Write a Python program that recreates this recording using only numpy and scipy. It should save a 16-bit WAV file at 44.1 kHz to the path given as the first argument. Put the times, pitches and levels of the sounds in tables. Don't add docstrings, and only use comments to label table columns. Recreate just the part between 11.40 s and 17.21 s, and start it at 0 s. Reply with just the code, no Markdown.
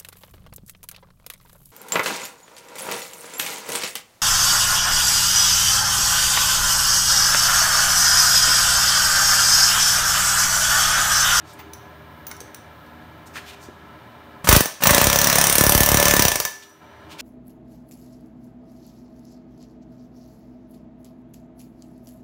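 import sys
import numpy as np
from scipy import signal
from scipy.fft import rfft, irfft, next_fast_len
from scipy.io import wavfile
from scipy.ndimage import map_coordinates

SR = 44100
rng = np.random.default_rng(int(sys.argv[2]) if len(sys.argv) > 2 else 0)


def put_to_file(sound):
    columns = np.atleast_2d(sound).T
    safe = np.clip(columns, -1, 1)
    whole_steps = np.round(safe * 32767)
    wavfile.write(sys.argv[1], SR, whole_steps.astype(np.int16))


def rack_gain(trim_db):
    fader = np.asarray(trim_db, float)
    return 10 ** (fader / 20)


N = 256220

# frequency [Hz], density [dB per Hz].
AIR = [(20, -36.5), (55, -11.5), (75, -0.5), (300, -7.5), (500, -12.5), (1040, -11.5), (1800, -13),
       (2500, -21), (3800, -21.5), (4500, -28), (7700, -38.5), (9300, -36), (16000, -42.5)]
# frequency [Hz], width [Hz], level [dB].
MOTOR_ORDERS = [(79.5, 1.75, -56), (115.8, 12, -59), (156.1, 2.3, -56), (240.1, 7.8, -58.5),
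                (317.8, 3.6, -58.5), (401.6, 2.7, -56)]
# frequency [Hz], width [Hz], level [dB].
HALL_MODES = [(301.4, 25, -59), (596, 133, -55.5), (726, 43.5, -58.5), (888, 76, -56.5), (1014, 76, -55.5),
              (1317, 100, -56.5), (1666, 95, -57.5), (2104, 41, -70), (2340, 90, -65.5), (2950, 230, -67),
              (3690, 150, -77.5)]
# time [s], level [dB], echo delay [ms].
LEAK = [(0, -77, 1.5), (.4, -67, 1.45), (.85, -65, 1.3), (1.2, -68, 1.3), (1.9, -65, 1.44),
        (2.3, -70, 1.14), (3, -70.5, 1.14), (5.2, -73, 1.2), (5.81, -76, 1.14)]
# frequency [Hz], t60 [s].
GARAGE_T60 = [(100, 0.46), (600, 0.37), (2000, 0.46), (6000, 0.42), (15000, 0.25)]
# start [s], level [dB], tip ring [dB], holder ring [dB].
CLICKS = [(0.191, -36, 2, .5), (0.334, -18, -22, -31), (0.8677, -17.5, -6, -30), (0.9133, -16, -24, -10.5),
          (0.966, -28, -22, -17), (1.0044, -17.5, -29.5, -27), (1.014, -24, -25, -17), (1.079, -43, -30, 6),
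          (1.1456, -18.5, -18, -28), (1.4644, -43, -26, -7)]
# frequency [Hz], spread [Hz], t60 [s].
LOOSE_MODES = [(15300, 160, 0.09), (5900, 500, 0.047), (9630, 900, 0.028), (1430, 850, 0.068)]
SHAFT_DB = [-12, -13]
# centre [s], half length [s], level [dB], centre frequency [Hz].
SCUFFS = [(0.096, 0.026, -50.5, 4500), (0.137, 0.0053, -48.5, 9000), (0.199, 0.011, -45, 2180),
          (0.91, 0.011, -44, 1000), (1.874, .008, -48.5, 6540), (1.944, .006, -51, 6000),
          (1.971, 0.014, -32.5, 1760), (2.091, 0.021, -42, 2980), (2.137, .01, -48, 3000),
          (2.237, 0.021, -50, 6000), (5.234, 0.009, -46, 3500), (5.298, 0.0054, -56, 10000),
          (5.723, 0.015, -43.5, 2970), (5.805, 0.011, -31.5, 3050)]
# start [s], level [dB], frequency [Hz].
KNOCKS = [
    (0.197, -31, 900),
    (1.014, -28.5, 450),
    (1.968, -24, 1740),
    (2.287, -25, 350),
]
# blow [s], level [dB], crest [ms], length [ms].
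HARD_JOLTS = [(3.089, -6.5, 13.6, 38), (3.127, -5.5, 14.4, 30), (3.163, -5, 7.3, 16), (3.206, -8.5, 9.7, 7),
              (3.257, -17.5, 19, 3.6), (3.47, -17.5, 7.2, 24), (3.546, -18, 3.8, 17), (3.507, -11, 7.5, 20),
              (3.58, -6, 26.4, 3.9), (3.614, -12.5, 4.9, 15), (3.669, -12.5, 15.7, 27),
              (4.182, -14, 8.5, 6.3), (4.209, -6.5, 8.1, 10), (4.237, -17, 6.3, 16), (4.265, -12, 5.4, 29),
              (4.293, -15.5, 5.6, 18), (4.321, -13, 8, 6.2), (4.348, -9.5, 13.5, 34), (4.405, -10, 3.3, 22),
              (4.517, -13, 17, 30), (4.545, -8.5, 6.4, 13.4), (4.573, -15, 16.6, 22), (4.627, -6, 7.9, 2.5),
              (4.737, -6, 8.8, 4.4), (4.793, -8.5, 10.5, 9.7), (4.851, -12, 24, 15)]
# open [s], shut [s], level [dB], sag while held [dB per s].
TRIGGER = [
    (3.045, 3.25, -31, 185),
    (3.2, 3.4, -54.5, 19),
    (3.412, 5.1, -37, 6),
]
# start [s], puff [dB], low push [dB].
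VALVE_PUFFS = [
    (3.044, -26.5, -22),
    (3.0719, -13, -38),
    (3.405, -31.5, -42),
    (3.4211, -20.5, -47.5),
]
# frequency [Hz], width [Hz], level [dB].
PORT_MODES = [(194.4, 78, -5.5), (581, 23, 3.5), (1000, 310, -4.5), (1840, 750, -6.5), (2620, 1020, -7),
              (6000, 13500, -17)]
# blow [s], crack [dB], exhaust puff [dB].
SLOW_BLOWS = [(3.089, -5, -30), (3.1266, -4.5, -13), (3.1634, -8, -13.5), (3.2064, -13, -46),
              (3.2571, -22, -44.5), (3.4363, -11, -33), (3.4702, -7, -14.5), (3.5075, -11.5, -12.5),
              (4.9172, -14, -30.5), (4.9564, -15, -37), (5.0007, -15, -38), (5.0511, -16.5, -47.5)]
# blow [s], crack [dB], exhaust puff [dB].
RUN_MARKS = [(3.5464, -8, -17), (3.6138, -10, -19.5), (3.6698, -11, -22), (3.7294, -12.5, -22.5),
             (3.7875, -10.5, -24), (3.8991, -11.5, -22), (4.154, -11.5, -25), (4.489, -12, -25),
             (4.682, -10, -21.5), (4.8217, -11.5, -25), (4.8818, -11.5, -30)]
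# time [s], favoured frequency [Hz], block thud [dB].
SEATING = [(3.08, 13000, -12), (3.2, 13100, -31), (3.3, 15500, -51), (3.44, 16000, -22.5),
           (3.5, 15400, -14), (3.52, 3480, -35), (3.72, 3730, -35.5), (3.9, 5900, -18), (4.05, 8760, -20.5),
           (4.2, 11200, -35), (4.45, 12400, -35), (4.55, 13300, -40), (4.57, 3520, -36), (4.7, 3300, -42),
           (5.06, 3000, -36.5)]
# frequency [Hz], density [dB per Hz].
CRACK = [(180, -20), (300, -14), (577, -2), (1480, -8), (1770, -6.5), (4850, -9), (5830, -8),
         (10700, -11.5), (15200, -7), (16500, -74.5)]
# frequency [Hz], width [Hz].
SHANK_MODES = [(5900, 550), (9300, 1040), (11600, 1700), (15450, 260)]
# level over the crack [dB], gain when favoured [dB], reach [octaves].
SHANK_DRIVE = [(-15.5, 3, 0.61), (-16, 8, 0.33), (-25, 18, 0.34), (-17.5, 7, 0.28)]
# frequency [Hz], level [dB], t60 [s].
CASTING_MODES = [(172, -1, 0.037), (585, -5, 0.06), (1000, -4.5, 0.081), (1754, -5, 0.25),
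                 (1806, -16, 0.13), (722, -10, 0.075), (2210, -17, 0.063), (3734, -5, 0.033),
                 (8409, -24.5, 0.11), (15800, -21.5, .05)]
# start [s], frequency [Hz], level [dB], t60 [s].
FREE_RINGS = [
    (3.2575, 1775, -28, .14),
    (4.916, 1750, -35, .2),
    (5.001, 1750, -34, .2),
    (5.053, 1750, -27, .4),
    (5.053, 1783, -36, .2),
    (5.053, 5865, -49, 1.5),
    (5.053, 5869, -61, 1.2),
]


def unit(x):
    return x / np.sqrt(np.mean(x ** 2) + 1e-20)


def along(points, hz):
    f, v = np.transpose(points)
    return np.interp(np.log(hz + 1), np.log(f + 1), v)


def curves(rows, at_s):
    s, *cols = np.transpose(rows)
    return [np.interp(at_s, s, c) for c in cols]


def filtered(x, response):
    m = next_fast_len(len(x) + SR // 2)
    return irfft(rfft(x, m) * response(np.fft.rfftfreq(m, 1 / SR)), m)[:len(x)]


def peak(hz, width_hz):
    return lambda f: 1j * f * width_hz / (hz * hz - f * f + 1j * f * width_hz)


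def noise(response):
    return unit(filtered(rng.standard_normal(N), response))


def train(times_s, db, shape):
    marks = np.bincount(np.round(np.asarray(times_s) * SR).astype(int), rack_gain(db), N)
    return signal.fftconvolve(marks, shape)[:N]


def swell(rise_s, fall_s):
    t = np.arange(SR // 8) / SR
    shape = (1 - np.exp(-t / rise_s)) ** 2 * np.exp(-t / fall_s)
    return shape / shape.max()


def add_at(line, start_s, sound):
    line[round(start_s * SR):][:len(sound)] += sound


def ringing(t, hz, db, t60_s):
    return rack_gain(db - 60 * t / t60_s) * np.sin(2 * np.pi * hz * t)


def motor_and_air():
    def lines(f):
        power = sum(rack_gain(2 * db) * np.abs(peak(hz, width_hz)(f)) ** 4 / width_hz
                    for hz, width_hz, db in [*MOTOR_ORDERS, *HALL_MODES])
        return np.sqrt(power * SR / 1.17)

    air = rack_gain(-46.5) * noise(lambda f: rack_gain(along(AIR, f)))
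    return air + filtered(rng.standard_normal(N), lines)


def gain_control(x):
    start_s, hold_s, share_left, recovery_s = 3.07, 2.336, 0.33, 0.33
    free_s = start_s + hold_s
    corners_s = [start_s - .03, start_s + .03, free_s - .02, free_s + .022, free_s + recovery_s]
    duck = np.interp(np.arange(N) / SR, corners_s, [0, 1, 1, share_left, 0])
    bass = filtered(x, lambda f: 1 / (1 + (f / 200) ** 4))
    return rack_gain(-1.5 - 7.5 * duck) * (x - bass) + rack_gain(-2.5 - 14 * duck) * bass


def leak():
    t = np.arange(N) / SR
    db, delay_ms = curves(LEAK, t)
    jet = noise(lambda f: peak(14500, 6000)(f) ** 2)
    drift = map_coordinates(rng.standard_normal(size=40), [t * 5])
    delay_samples = (delay_ms + 0.013 * drift) * SR / 1000
    echo = map_coordinates(jet, [np.arange(N) - delay_samples], mode="wrap")
    return rack_gain(db + 1.5 * drift) * (jet + 0.58 * echo)


def garage(x):
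    out, step = np.zeros(N + 2 * SR), 4096
    for a in range(0, N, step):
        hz, t, z = signal.stft(rng.standard_normal(SR * 3 // 4), SR, nperseg=256)
        decay = rack_gain(-60 * t / along(GARAGE_T60, hz)[:, None])
        tail = signal.istft(z * decay, SR, nperseg=256)[1]
        wet = signal.fftconvolve(x[a:a + step], tail / np.linalg.norm(tail))
        out[a + 200:][:len(wet)] += wet
    return out[:N]


def scuffs():
    lead = SR // 8
    u = np.arange(-lead, lead) / SR
    line = np.zeros(N + SR)
    for s, half_s, db, hz in SCUFFS:
        grain_db = 1.6 * np.repeat(rng.standard_normal(len(u) // 64 + 1), 64)[:len(u)]
        grit = rng.standard_normal(len(u)) * rack_gain(grain_db)
        rub = unit(filtered(grit, lambda f: peak(hz, .6 * hz)(f) + 0.037 * f / (f + 3000)))
        add_at(line, s, rack_gain(db) * rub * np.exp(-.5 * (u / half_s) ** 2))
    return line[lead:][:N]


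def knocks():
    line, t = np.zeros(N + SR), np.arange(SR // 4) / SR
    for s, db, hz in KNOCKS:
        add_at(line, s, ringing(t, hz, db, 0.016))
    return line[:N]


def punch_clicks():
    line, t = np.zeros(N + SR), np.arange(SR // 4) / SR
    for s, db, tip_db, holder_db in CLICKS:
        tick = rack_gain(-8 - 60 * t / 0.016) * filtered(rng.standard_normal(len(t)), peak(5700, 13000))
        for level_db, (hz, spread_hz, t60_s) in zip([tip_db, *SHAFT_DB, holder_db], LOOSE_MODES):
            mode_hz = hz + spread_hz * rng.uniform(-0.79, 1, size=(20, 1))
            phase = 2 * np.pi * (mode_hz * t + rng.random(mode_hz.shape))
            tick += 0.15 * rack_gain(level_db - 60 * t / t60_s) * np.sin(phase).sum(axis=0)
        add_at(line, s, rack_gain(db - 2) * tick * (1 - np.exp(-t / 0.00027)))
    return line[:N]


def strokes():
    stroke_s, jitter_s, crack_scatter_db, puff_scatter_db = .0283, .00022, 1.03, 1
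    s = np.transpose(RUN_MARKS)[0]
    done = np.r_[0, np.cumsum(np.round(np.diff(s) / stroke_s))]
    count = np.arange(done[-1] + 1)
    run = np.transpose([np.interp(count, done, c) for c in np.transpose(RUN_MARKS)])
    run = run + rng.standard_normal(run.shape) * [jitter_s, crack_scatter_db, puff_scatter_db]
    rows = np.r_[SLOW_BLOWS, run]
    return rows[rows[:, 0].argsort()].T


def jolts(s, puff_db):
    line, t = np.zeros(N + SR), np.arange(1, SR // 16) / SR
    chance = rng.standard_normal((len(s), 2))
    firm_db = np.maximum(curves(SEATING, s)[1] + 35, 0)
    nudge_db = puff_db + 3.5 - 0.57 * firm_db - 1.5 * chance[:, 0]
    nudge_crest_ms = 6.03 * rack_gain(1.2 * chance[:, 1])
    rows = np.c_[s, nudge_db, nudge_crest_ms, np.full(len(s), 24)]
    for near_s, *hard in HARD_JOLTS:
        rows[np.abs(s - near_s).argmin(), 1:] = hard
    for start_s, db, crest_ms, length_ms in rows:
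        swing = np.cos(np.pi * np.log(1000 * t / crest_ms) / np.log(1.9))
        envelope = np.exp(-(1000 * t / length_ms) ** 2) * (1 - np.exp(-(t / 0.00033) ** 2))
        add_at(line, start_s, rack_gain(db) * swing * envelope)
    return line[:N]


def trigger_hiss():
    opens_db_per_s, shuts_db_per_s = 5001, 83.5
    t, level = np.arange(N) / SR, np.zeros(N)
    for open_s, shut_s, db, sag_db_per_s in TRIGGER:
        rise_db = opens_db_per_s * np.maximum(open_s - t, 0)
        sag_db = sag_db_per_s * np.clip(t - open_s, 0, shut_s - open_s)
        fall_db = shuts_db_per_s * np.maximum(t - shut_s, 0)
        level += rack_gain(db - rise_db - sag_db - fall_db)
    return level * noise(peak(7000, 12000))


def exhaust(s, puff_db):
    def port(f):
        return sum((-1) ** k * rack_gain(db) * peak(hz, width_hz)(f) for k, (hz, width_hz, db) in enumerate(PORT_MODES))

    valve_s, valve_db, push_db = np.transpose(VALVE_PUFFS)
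    times_s = np.r_[s[1:] - .0148, valve_s]
    level_db = np.r_[puff_db[1:] + 3, valve_db]
    puffs = train(times_s, level_db - 2.5, swell(0.0011, 0.013)) * noise(port)
    pop = filtered(signal.unit_impulse(SR // 5), lambda f: port(f) / (1 + 1j * f / 1500) ** 2)
    pops = train(times_s, level_db + 2, pop / pop.max())
    t = np.arange(SR // 20) / SR
    pushes = train(valve_s, push_db, np.sin(2 * np.pi * 170 * t) * np.exp(-t / 0.0086))
    return puffs + pops + pushes


def casting_ring(s, crack_db):
    line, t = np.zeros(N + SR), np.arange(SR) / SR
    thud_db = curves(SEATING, s)[1]
    loosened_db = 2.5 * (s - 4.1)
    for hz, db, t60_s in CASTING_MODES:
        drive_db = thud_db + 2.5 if hz < 300 else crack_db + loosened_db - 10.5
        scatter_db = 2.4 * rng.standard_normal(len(s))
        line[:N] += train(s, drive_db + scatter_db, ringing(t, hz, db, t60_s))
    for start_s, hz, db, t60_s in FREE_RINGS:
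        add_at(line, start_s, ringing(t, hz, db, t60_s))
    return line[:N]


def shank_ring(s, crack_db):
    out, t = np.zeros(N), np.arange(SR // 20) / SR
    favoured_hz = curves(SEATING, s)[0]
    for (hz, width_hz), (rest_db, gain_db, reach_oct) in zip(SHANK_MODES, SHANK_DRIVE):
        favour = np.exp(-(np.log2(hz / favoured_hz) / reach_oct) ** 2)
        level_db = crack_db + rest_db + gain_db * favour + 11.5 + rng.standard_normal(len(s))
        u = np.pi * width_hz * t
        out += train(s, level_db, 1.84 * u * np.exp(1 - 1.25 * u) * np.sin(2 * np.pi * hz * t))
        chatter = noise(lambda f: peak(hz, 2 * width_hz)(f) ** 2)
        out += train(s, level_db - 7, swell(0.00043, 0.0051)) * chatter
    return out


def blow_crack(s, crack_db):
    crack = train(s - .0004, crack_db, swell(0.00051, 0.0039)) * noise(lambda f: rack_gain(along(CRACK, f)))
    snap_db = 0.22 * (crack_db + 11.5) - 18
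    return crack + train(s, snap_db, swell(.00012, .00081)) * noise(peak(6300, 16000))


def scene():
    s, crack_db, puff_db = strokes()
    crack, shank, ring = blow_crack(s, crack_db), shank_ring(s, crack_db), casting_ring(s, crack_db)
    tool = crack + exhaust(s, puff_db) + trigger_hiss()
    hands = punch_clicks() + knocks() + scuffs()
    bounce = rack_gain(-18) * np.roll(crack + shank, round(.0058 * SR))
    reverb = garage(rack_gain(-5.5) * (tool + shank) + rack_gain(-11) * ring + rack_gain(-7) * hands)
    background = gain_control(motor_and_air()) + leak()
    return (tool + shank + ring + hands + bounce + reverb + jolts(s, puff_db) + background)[None]


def top_cut(x):
    return signal.sosfilt(signal.butter(12, 16860, fs=SR, output="sos"), x)


def record(dry):
    x = filtered(dry[0], lambda f: (1 - .5 * peak(10400, 900)(f)) * f ** 4 / (f ** 4 + 38 ** 4))
    x = x / (1 + np.abs(x / .95) ** 8) ** (1 / 8)
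    x = filtered(x, lambda f: rack_gain(np.interp(f, [15650, 15850, 16600, 16850], [0, -35, -37, -90])))
    return top_cut(x[None])


dry = scene()
out = record(dry)
put_to_file(out)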